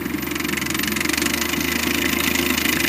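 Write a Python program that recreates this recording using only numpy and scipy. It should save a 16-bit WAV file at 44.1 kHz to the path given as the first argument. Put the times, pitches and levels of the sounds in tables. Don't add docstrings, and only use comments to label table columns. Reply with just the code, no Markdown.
import sys
import numpy as np
from scipy import signal
from scipy.fft import rfft, irfft, next_fast_len
from scipy.io import wavfile
from scipy.ndimage import uniform_filter1d, map_coordinates

SR = 44100
rng = np.random.default_rng(int(sys.argv[2]) if len(sys.argv) > 2 else 0)


def put_to_file(sound):
    columns = np.atleast_2d(sound).T
    safe = np.clip(columns, -1, 1)
    whole_steps = np.round(safe * 32767)
    wavfile.write(sys.argv[1], SR, whole_steps.astype(np.int16))


def to_linear_factor(level_db):
    exponent = np.asarray(level_db, float) / 20
    return 10 ** exponent


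N = 127008

# (t/s, lugs passed)
TRAVEL = [(.008, 0), (.223, 5), (.353, 8), (.701, 16), (1.048, 24), (1.175, 27), (1.257, 29), (1.413, 33),
          (1.529, 36), (1.680, 40), (1.792, 43), (1.944, 47), (2.200, 54), (2.349, 58), (2.575, 64),
          (2.762, 69), (2.875, 72)]
STRAIGHT_S = 1.45
SCRAPE_S = .006


def unit(x):
    return x / np.sqrt(np.mean(x ** 2) + 1e-20)


def along(points, hz):
    f, v = np.transpose(points)
    return np.interp(np.log(hz + 1), np.log(f + 1), v, left=-120, right=-120)


def column(rows, s):
    t, *cols = np.transpose(rows)
    return [np.interp(s, t, c) for c in cols]


def wobble(rate):
    return map_coordinates(rng.standard_normal(400), [np.arange(N) * rate / SR])


def filtered(x, response):
    m = next_fast_len(len(x) + 8192)
    return irfft(rfft(x, m) * response(np.fft.rfftfreq(m, 1 / SR)), m)[:len(x)]


def peak(f, hz, width):
    return 1j * f * width / (hz * hz - f * f + 1j * f * width)


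def noise(spectrum, size):
    return unit(filtered(rng.standard_normal(size), lambda f: to_linear_factor(along(spectrum, f))))


def add(out, s, piece):
    piece = piece[max(-round(s * SR), 0):]
    spot = out[max(round(s * SR), 0):][:len(piece)]
    spot += piece[:len(spot)]


def straight(s):
    return 1 / (1 + np.exp((STRAIGHT_S - s) / 0.14))


def tracks():
    # (t/s, clack level/dB, thump level/dB, brightness/dB)
    near = [
        (0, -24.5, -26.5, -7.5),
        (.25, -20, -27, -2),
        (.4, -15.5, -23.5, 0.5),
        (.8, -13.5, -28, 4),
        (1.2, -11.5, -21, 5.5),
        (1.45, -11, -26, 3),
        (1.7, -14, -26, -1),
        (2.2, -12, -22, 0.5),
        (2.6, -10.5, -22.5, 0.5),
        (2.88, -11.5, -24, 2),
    ]
    # (t/s, clack level/dB, lag/lugs)
    far = [
        (0, -68, 0.43),
        (1.3, -24, 0.77),
        (1.55, -20.5, 0.6),
        (2.0, -19.5, .66),
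        (2.4, -18.5, .66),
        (2.88, -16, 0.78),
    ]
    odd_lugs = {8: 0.95, 10: -2, 15: -1.3, 21: -3, 24: 0.34, 30: -5, 32: -3.2, 34: -5, 35: -4.5, 36: 0.33,
                37: -7, 38: -2.9, 39: -1.9, 44: 0.21, 45: -1.6, 48: -1.4, 51: -1.5, 53: -2.5, 57: -2, 60:
                -4.5, 61: -3.3, 63: -5.5, 65: -3, 69: -5.5}
    odd_thumps = {1: 4.9, 2: 0, 3: 10.6, 6: 3.4, 8: -6, 10: 3.5, 13: -5, 15: -19, 18: 3, 23: -19, 26: -18,
                  30: -8, 32: -23, 33: -15, 35: -22, 36: 2.3, 37: 6.9, 38: 3.5, 43: -23, 44: -17, 45: 7.8,
                  49: -5, 53: 1.6, 54: -8, 55: -22, 56: 1.8, 58: .6, 60: 0, 62: 3, 66: 2.6, 70: -28, 71: -3,
                  72: -16}
    odd_bright = {16: 1.9, 24: -5, 25: 3.6, 28: 1.8, 32: 2.5, 35: 1.5, 36: -6.5, 41: 2.1, 42: 1, 44: 2.2,
                  46: -2.3, 50: -3.2, 53: -10, 55: 1.8, 59: 1.9, 61: 1.3, 62: -3.5, 68: -2.2}
    out = np.zeros(N)
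    s, lugs = np.transpose(TRAVEL)
    for k in range(73):
        at = np.interp(k, lugs, s) + .0004 * rng.standard_normal()
        clack_db, thump_db, bright_db = column(near, at)
        bright_db = bright_db + odd_bright.get(k, 0)
        loose = 1 + .3 * (at > STRAIGHT_S)
        clack_db = clack_db - 13.5 + odd_lugs.get(k, 0) + .6 * rng.standard_normal()
        near_clack = to_linear_factor(clack_db) * clack(bright_db, loose, straight(at))
        add(out, at - .0006 - 2 * SCRAPE_S, near_clack)

        thump_db = thump_db - 3.0 + .8 * odd_thumps.get(k, 0)
        add(out, at, to_linear_factor(thump_db) * thump(at))

        far_db, lag = column(far, at)
        late = np.interp(k + lag + 0.08 * rng.standard_normal(), lugs, s)
        far_db = far_db - 16.0 + 0.87 * rng.standard_normal()
        add(out, late - 2 * SCRAPE_S, to_linear_factor(far_db) * clack(3, 3, 0.85))
    return out


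def clack(bright_db, loose, mix):
    # (f/Hz, width/Hz, level while turning/dB, level when straight/dB)
    frame = [(1050, 140, -4.5, -9), (1336, 120, -1.5, -8), (1636, 250, -2.5, -7), (1804, 203, 1.5, -2.5),
             (2047, 132, 4.5, 3.5), (2180, 120, 1.5, -25), (2392, 135, -1.5, -2), (2620, 340, -9, -3.5),
             (2913, 123, -3.5, -1.5), (3600, 210, -10.5, -4.5), (4130, 2040, -14.5, -13.5),
             (7010, 1090, -13, -14), (12520, 540, -25, -19)]
    # (f/Hz, level per Hz/dB)
    rattle_shape = [(500, -2), (1000, -7), (2500, 1), (4000, -11), (7000, -18.5), (9000, -12),
                    (12500, -17.5), (15900, -27)]
    t = np.arange(3000) / SR - 2 * SCRAPE_S
    hold = 0.0061 * (1 - 0.25 * mix) * np.exp(.18 * rng.standard_normal())
    rise = .0008 * loose * np.exp(0.12 * rng.standard_normal())
    since = np.maximum(t, 0)
    after = np.maximum(t - rise - hold, 0)
    fall = np.exp(-after / 0.0067) + to_linear_factor(-16) * np.exp(-since / 0.019)
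    blow = (1 - np.exp(-(since / rise) ** 2)) * fall
    scrape = to_linear_factor(-21) * np.exp(-(t / SCRAPE_S) ** 2)
    grit = map_coordinates(rng.standard_normal(80), [(t - t[0]) * 700])
    push = (blow + scrape) * to_linear_factor(2.5 * grit)

    levels = rng.normal(0, 1.77, len(frame))
    detune = rng.normal(1, 0.01, len(frame))

    def body(f):
        total = 0
        for k, (hz, width, turning_db, straight_db) in enumerate(frame):
            db = turning_db + (straight_db - turning_db) * mix + levels[k] + bright_db * (hz > 3300)
            total = total + (-1) ** k * to_linear_factor(db) * peak(f, hz * detune[k], width)
        return total

    ring = unit(filtered(push * rng.standard_normal(len(t)), body))
    rattle = unit(push * noise(rattle_shape, len(t)))
    both = ring + to_linear_factor(-4.5 + bright_db + rng.standard_normal()) * rattle
    return unit(filtered(both, lambda f: (1j * f / (970 + 1j * f)) ** 2))


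def thump(s):
    # (f while turning/Hz, f when straight/Hz, time to fall 60 dB/s, level/dB)
    belt = [(156, 202, 0.45, -36), (183.3, 223.5, 0.093, -1), (237.7, 248, 0.12, -4.5),
            (299.5, 255.6, 0.089, 2), (304, 290, 0.059, 5.5)]
    t, mix = np.arange(4000) / SR, straight(s)
    damp = 1 - (1 - 0.72) * mix
    ring = np.zeros(len(t))
    for turning_hz, straight_hz, t60, db in belt:
        level, tune, phase = rng.standard_normal(3)
        hz = (turning_hz + (straight_hz - turning_hz) * mix) * (1 + 0.0022 * tune)
        fade = to_linear_factor(db + 1.6 * level - 60 * t / (t60 * damp))
        ring += fade * np.sin(2 * np.pi * hz * t + 0.83 * phase)
    ring = ring * (1 - np.exp(-(t / .005) ** 2))
    return ring / np.std(ring[:1100])


def debris():
    out, t = np.zeros(N), np.arange(200) / SR
    for place, pitch, size in zip(*rng.random((3, 260))):
        s = place * N / SR
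        hz = 5130 * 2 ** (3.25 * (pitch - .5))
        size_db = -29 - 4.5 * np.log(size + 0.0012)
        size_db = size_db + 15.5 * (straight(s) - 1)
        crack = np.exp(-t * hz / 3) * np.sin(2 * np.pi * hz * t)
        add(out, s, to_linear_factor(size_db) * crack)
    return out


def belt_hum():
    # (multiple of lug rate, level/dB, unsteadiness/dB)
    hum_lines = [(6, -44, 4), (9, -40, 4), (10, -42, 4), (13, -43, 4)]
    s, lugs = np.transpose(TRAVEL)
    middles = (s[1:] + s[:-1]) / 2
    rate = np.interp(np.arange(N) / SR, middles, np.diff(lugs) / np.diff(s))
    passed = np.cumsum(uniform_filter1d(rate, size=8000)) / SR
    out = np.zeros(N)
    for k, db, sway in hum_lines:
        level = np.sqrt(2) * to_linear_factor(db + sway * wobble(6.87))
        out += level * np.sin(2 * np.pi * k * passed + 1.56 * wobble(8.5))
    return out


def engine():
    # (t/s, level/dB)
    closeness = [
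        (0, -2),
        (.8, -2),
        (1.3, 0),
        (2.2, 1),
        (2.88, .5),
    ]
    # (multiple of shaft rate, level/dB, unsteadiness/dB, growth with closeness)
    order_lines = [(2, -38.5, .4, 1), (6, -47, 2, 1), (9, -34.5, .7, 1.5), (12, -52.5, 1.5, 3),
                   (15, -50.5, 1.5, 3), (15.6, -53, 2, 3), (18, -51, 1.2, 3), (27, -49.5, 1.2, 1)]
    # (f/Hz, level per Hz/dB)
    drone_shape = [(25, -34), (60, -19), (110, -14), (200, -5.5), (340, 0), (400, -19), (520, -40),
                   (600, -64)]
    whirr_shape = [(330, -49), (420, 1), (550, -3.5), (800, -6), (1050, 1), (1200, -6), (1400, -5),
                   (1600, -102)]
    hiss_shape = [(530, -20), (900, -4), (1460, 1.5), (2060, -1.5), (3280, -7.5), (6830, -17),
                  (11200, -14.5), (13000, -35), (15800, -30)]
    near_db, = column(closeness, np.arange(N) / SR)
    shaft_hz = 38.8 * (1 + 0.0032 * wobble(2.5))
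    turn = 2 * np.pi * np.cumsum(shaft_hz) / SR
    lines = np.zeros(N)
    for k, db, sway, grows in order_lines:
        level = np.sqrt(2) * to_linear_factor(db + grows * near_db + sway * wobble(6.47))
        lines += level * np.sin(k * turn + rng.uniform(0, 4.31))
    drone = to_linear_factor(-32 + near_db + 2.0 * wobble(5.35)) * noise(drone_shape, N)
    whirr = to_linear_factor(-38 + 1.9 * near_db + 0.67 * wobble(6.9)) * noise(whirr_shape, N)
    hiss = to_linear_factor(-37.5 + 0.47 * near_db + 1.5 * wobble(21.5)) * noise(hiss_shape, N)
    return lines + drone + whirr + hiss


def field(x):
    t = np.arange(SR // 5) / SR
    tail = rng.standard_normal(len(t)) * to_linear_factor(-60 * t / 0.047) * (t > .004)
    return x + to_linear_factor(-17.5) * signal.fftconvolve(x, tail / np.linalg.norm(tail))[:N]


def ground(x):
    # (f/Hz, width/Hz, depth/0-1)
    dips = [(1462, 82, 0.61), (3340, 460, 0.36)]
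    return filtered(x, lambda f: np.prod([1 - np.clip(deep, 0, .9) * peak(f, hz, width)
                                          for hz, width, deep in dips], axis=0))


def buzz(hz, width, size):
    return unit(filtered(rng.standard_normal(size), lambda f: peak(f, hz, width) ** 2))


def insects():
    chorus_hz = [13500, 13860, 14380, 14680, 14100]
    # (width/Hz, level/dB)
    chorus_bands = [(130, -39.5), (120, -41), (200, -45), (260, -45), (1500, -43)]
    # (t/s, level/dB)
    swell = [
        (0, -6),
        (.5, -5),
        (.85, -9),
        (1.2, -4),
        (1.5, -3),
        (1.9, -2.5),
        (2.3, 0.5),
        (2.88, -1),
    ]
    # (t/s, f/Hz, length/s, level/dB)
    chirps = [(.195, 13500, .07, -36), (.2, 13900, .06, -36), (.2, 14400, .05, -41), (.77, 13860, .07, -32),
              (.75, 13480, .06, -35), (.77, 14380, .05, -39), (.85, 14450, .045, -35),
              (.9, 13850, .06, -35), (1.39, 13500, .06, -34), (1.58, 13750, .05, -33),
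              (1.86, 14600, .04, -37), (2.19, 13580, .065, -32), (2.22, 14480, .06, -37),
              (2.37, 13500, .06, -33), (2.45, 14800, .05, -37), (2.53, 13850, .05, -36),
              (2.6, 14400, .04, -36), (2.62, 13850, .1, -35), (2.67, 13500, .07, -33),
              (2.82, 14000, .06, -33)]
    swell_db, = column(swell, np.arange(N) / SR)
    out = np.zeros(N)
    for hz, (width, db) in zip(chorus_hz, chorus_bands):
        out += to_linear_factor(swell_db + db + 3 * wobble(29.2)) * buzz(hz, width, N)
    t = np.arange(4410) / SR
    for s, hz, long_s, db in chirps:
        arch = np.sin(np.pi * np.minimum(t / long_s, 1))
        shape = np.sqrt(np.clip(arch, 0, 1))
        add(out, s, to_linear_factor(db) * shape * buzz(hz, 90, len(t)))
    return out


def scene():
    contact = field(tracks() + debris())
    machine = ground(contact + belt_hum() + engine())
    return (machine + insects())[None]


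def low_pass(x):
    return signal.sosfilt(signal.butter(12, 15860, fs=SR, output="sos"), x)


def record(dry):
    top_hz, cut_hz = 15120, 15840
    top = filtered(dry[0], lambda f: (f > top_hz) * (f < cut_hz))
    level = uniform_filter1d(top ** 2, size=round(.022 * SR))
    level = level / uniform_filter1d(level, size=SR)
    gate = uniform_filter1d(1. * (level > np.quantile(level, .87)), size=400)
    low = filtered(dry[0], lambda f: f <= top_hz)
    kept = low + to_linear_factor(-8) * filtered(gate * top, lambda f: f > top_hz)
    return low_pass(kept[None])


dry = scene()
out = record(dry)
put_to_file(out)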